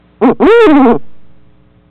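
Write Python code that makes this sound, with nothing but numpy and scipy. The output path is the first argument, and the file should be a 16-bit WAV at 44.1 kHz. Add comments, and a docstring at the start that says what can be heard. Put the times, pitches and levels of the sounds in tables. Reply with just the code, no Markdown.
"""Mains buzz, a low rumble and hiss are there from the start. At 0.2 s an owl hoots right at the
microphone of a nest box: a short arched note, its voice pulses ringing the throat and the box.
At 0.4 s a long call rises and overloads the small narrow-band camera, which squares off the wave.
The call falls away wavering, and after 1 s only the buzz, the rumble and the easing hiss remain."""
import sys
import numpy as np
from scipy import signal
from scipy.fft import rfft, irfft, next_fast_len
from scipy.io import wavfile
from scipy.ndimage import map_coordinates

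SR = 44100
rng = np.random.default_rng(int(sys.argv[2]) if len(sys.argv) > 2 else 0)


def file_out(sig):
    """Save sig as 16-bit WAV at sys.argv[1]."""
    # one column per channel
    cols = np.atleast_2d(sig).T
    # limit, then scale
    lim = np.clip(cols, -1, 1)
    pcm = np.round(lim * 32767).astype(np.int16)
    wavfile.write(sys.argv[1], SR, pcm)


N = 83790
TIME = np.arange(N) / SR


def amp(db):
    """Turn decibels into a gain."""
    return 10 ** (np.asarray(db) / 20)


def unit(x):
    """Scale a sound to an average strength (rms) of 1."""
    return x / np.sqrt(np.mean(x ** 2) + 1e-20)


def wobble(rate):
    """A smooth random curve through `rate` points a second."""
    return map_coordinates(rng.standard_normal(int(N * rate / SR) + 4), [TIME * rate])


def filtered(x, response):
    """Scale each frequency of x by the gain response(hz)."""
    size = next_fast_len(N + SR // 2)
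    return irfft(rfft(x, size) * response(np.fft.rfftfreq(size, 1 / SR)), size)[:N]


def coloured(x, points):
    """Shape the tone of x along a curve of (f/Hz, level/dB) points."""
    size = 2 ** 17
    hz, db = np.transpose(points)
    curve_db = np.interp(np.log(np.fft.rfftfreq(size, 1 / SR) + 1), np.log(hz), db)
    cepstrum = irfft(np.log(amp(curve_db)))
    # fold it so that the filter rings after a sound, never before
    cepstrum[1:size // 2] *= 2
    cepstrum[size // 2 + 1:] = 0
    return irfft(rfft(x, size) * np.exp(rfft(cepstrum)))[:N]


# the tones in the buzz: multiple of the mains frequency, level/dB
BUZZ_TONES = [(1, -53.5), (2, -75), (3, -55), (5, -56.5), (7, -61.5), (9, -63.5), (11, -69.5), (13, -75),
              (15, -77.5), (17, -74), (19, -75), (21, -74)]

def mains_buzz(mains_hz=60):
    """Mains power adds steady tones at multiples of its frequency."""
    return sum(np.sqrt(2) * amp(db) * np.sin(2 * np.pi * k * mains_hz * TIME) for k, db in BUZZ_TONES)


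# the tone of the rumble: f/Hz, relative level/dB
RUMBLE_TONE = [(25, -27), (50, -21.5), (75, -16), (100, -1.5), (130, -1), (170, -8.5), (230, -10),
               (290, -22.5), (600, -40)]

def rumble(level_db=-50.5):
    """Steady deep noise, strongest near 120 Hz."""
    return amp(level_db) * unit(coloured(rng.standard_normal(N), RUMBLE_TONE))


# the tone of the hiss: f/Hz, relative level/dB
HISS_TONE = [(30, -15.5), (300, -1), (600, -2), (1500, -6.5), (3600, -13.5), (5000, -14)]
# how the hiss swells and sinks: t/s, relative level/dB
HISS_SWELL = [(0, 4), (.35, 0.5), (1.0, 3.5), (1.3, -0.5), (1.9, -2.5)]

def hiss(base_db=-55):
    """Soft, wide noise that eases off after the call."""
    swell_db = np.interp(TIME, *np.transpose(HISS_SWELL))
    return amp(base_db + swell_db) * unit(coloured(rng.standard_normal(N), HISS_TONE))


def hoot(rows, waver=0, gruff_below_hz=200, fade_s=0.0021, shimmer_db=0.59):
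    """One note: voice pulses, each with a puff of air. Low pitches turn shaky and breathy."""
    times, hz, db = np.transpose(rows)
    pitch = np.interp(TIME, times, hz) + waver
    gruff = 1 / (1 + (pitch / gruff_below_hz) ** 8)  # near 1 when low, near 0 when high
    pitch *= 1 + (0.00088 + 0.028 * gruff) * wobble(250)
    phase = 2 * np.pi * np.cumsum(pitch * (TIME > times[0])) / SR
    pulses = sum(np.cos(k * phase) for k in range(1, 29))
    puffs = unit(rng.standard_normal(N)) * (1 + np.cos(phase)) / 2
    puffs *= np.sqrt(SR / pitch / 2)  # keeps air and pulses in balance at any pitch
    rasp = puffs * (amp(-55) + gruff * amp(-11))
    fade = np.clip(np.minimum(TIME - times[0], times[-1] - TIME) / fade_s, 0, 1)
    loudness = amp(np.interp(TIME, times, db) + shimmer_db * wobble(200))
    return fade * loudness * (pulses + rasp)


# pitch and loudness of the first note: t/s, f/Hz, level/dB
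SHORT_NOTE_PATH = [(.209, 184.3, -23), (.223, 196.4, -7), (.236, 223.2, -4), (.25, 260, -1),
                   (.265, 278.8, -2.5), (.287, 235.5, -4.5), (.3, 209.3, -4), (.31, 160.7, -11.5),
                   (.323, 147.7, -10.5), (.332, 140, -33.5)]

def short_note():
    """The owl's voice arches quickly up and down."""
    return hoot(SHORT_NOTE_PATH)


# how throat and box together boost or weaken each frequency: f/Hz, level/dB
THROAT_AND_BOX_TONE = [(50, -44.5), (100, -18.5), (145, -4.5), (190, -14.5), (230, 2.5), (275, 2.5),
                       (320, -4.5), (370, 1), (430, 3), (475, 1.5), (545, -13.5), (590, -12.5), (640, -6.5),
                       (740, -6.5), (830, -9.5), (930, -16.5), (1080, -11.5), (1230, -26.5), (1400, -25),
                       (1900, -44), (2150, -51.5), (2360, -31.5), (2600, -48), (3200, -43.5), (4000, -54),
                       (6000, -65)]

def throat_and_box(pulses):
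    """Each pulse is a dip in air pressure that rings the throat and the box."""
    return -coloured(pulses, THROAT_AND_BOX_TONE)


def box_ring(voice, level_db=-27.5, ring_s=0.043, top_hz=553):
    """The wooden box rings on briefly in the bass, dying away by 60 dB in ring_s."""
    t = np.arange(SR // 4) / SR
    tail = rng.standard_normal(len(t)) * 1000 ** (-t / ring_s)
    ring = signal.fftconvolve(voice, tail / np.linalg.norm(tail))[:N]
    return amp(level_db) * filtered(ring, lambda hz: 1 / (1 + (hz / top_hz) ** 6))


# pitch and loudness of the second note: t/s, f/Hz, level/dB
LONG_CALL_PATH = [(.396, 177.2, -18.5), (.411, 193.3, -8.5), (.425, 234.6, -2), (.44, 268.7, -3.5),
                  (.46, 303.9, 2), (.472, 363, 3.5), (.49, 399.9, 3), (.511, 448.7, 7.5), (.53, 464.7, 5),
                  (.594, 477.4, 2.5), (.624, 436.8, 12), (.656, 424.7, 7), (.666, 386.3, 7),
                  (.673, 327.1, 1.5), (.712, 295.6, 6), (.738, 285.4, -4), (.773, 282.9, 5),
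                  (.792, 271.8, -3), (.835, 259.9, -1.5), (.87, 238.9, -4), (.9, 228.2, -3),
                  (.922, 216.7, -6), (.931, 158.4, -12.5), (.964, 140.4, -15.5), (.975, 134.4, -38)]

def long_call(waver_start_s=.662, waver_end_s=.93, rate_hz=15.7, depth_hz=16):
    """The owl's voice climbs, then wavers as it falls."""
    wavering = (TIME > waver_start_s) & (TIME < waver_end_s)
    swing = np.sin(2 * np.pi * rate_hz * (TIME - waver_start_s))
    swing = np.tanh(1.3 * swing) / np.tanh(1.3)  # linger on the upper and lower pitch
    return hoot(LONG_CALL_PATH, waver=-depth_hz * swing * wavering)


def amplifier(x, top=.72, hardness=36, drift_s=0.18):
    """The overloaded amplifier flattens the peaks, and its resting point drifts off centre."""
    leak = 1 / (drift_s * SR)
    drift = 0.37 * signal.lfilter([leak], [1, leak - 1], np.abs(x) > top)
    shifted = x + drift
    return shifted / (1 + np.abs(shifted / top) ** hardness) ** (1 / hardness)


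def converter(x, sample_hz=8000, band_hz=4026, smooth_hz=3995, top=.695):
    """Cut the treble, sample at a low rate and clip, so overtones fold back down; then smooth."""
    size, count = 3 * SR, 3 * sample_hz  # 3 s at each rate
    hz = np.fft.rfftfreq(size, 1 / SR)
    band = filtered(x, lambda f: 1 / (1 + (f / band_hz) ** 48))
    samples = np.clip(map_coordinates(band, [np.arange(count) * SR / sample_hz]), -top, top)
    mirrored = np.fft.fft(samples)[np.arange(len(hz)) % count]
    return irfft(mirrored / (1 + (hz / smooth_hz) ** 32), size)[:N] * size / count


def crackle(x, top=.706, unsteadiness=.012, top_hz=15800):
    """An unsteady ceiling shaves the tallest ripples off the wave, making an uneven crackle."""
    ceiling = top * (1 + unsteadiness * wobble(300))
    return filtered(np.clip(x, -ceiling, ceiling), lambda hz: hz < top_hz)


def scene():
    """The owl in its box and the quiet background, at one microphone."""
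    voice = throat_and_box(short_note() + long_call())
    return (voice + box_ring(voice) + mains_buzz() + hiss() + rumble())[None]


def record(dry):
    """The camera squares off the loud parts, narrows the sound and makes it crackle."""
    return crackle(converter(amplifier(dry[0])))[None]


dry = scene()
out = record(dry)
file_out(out)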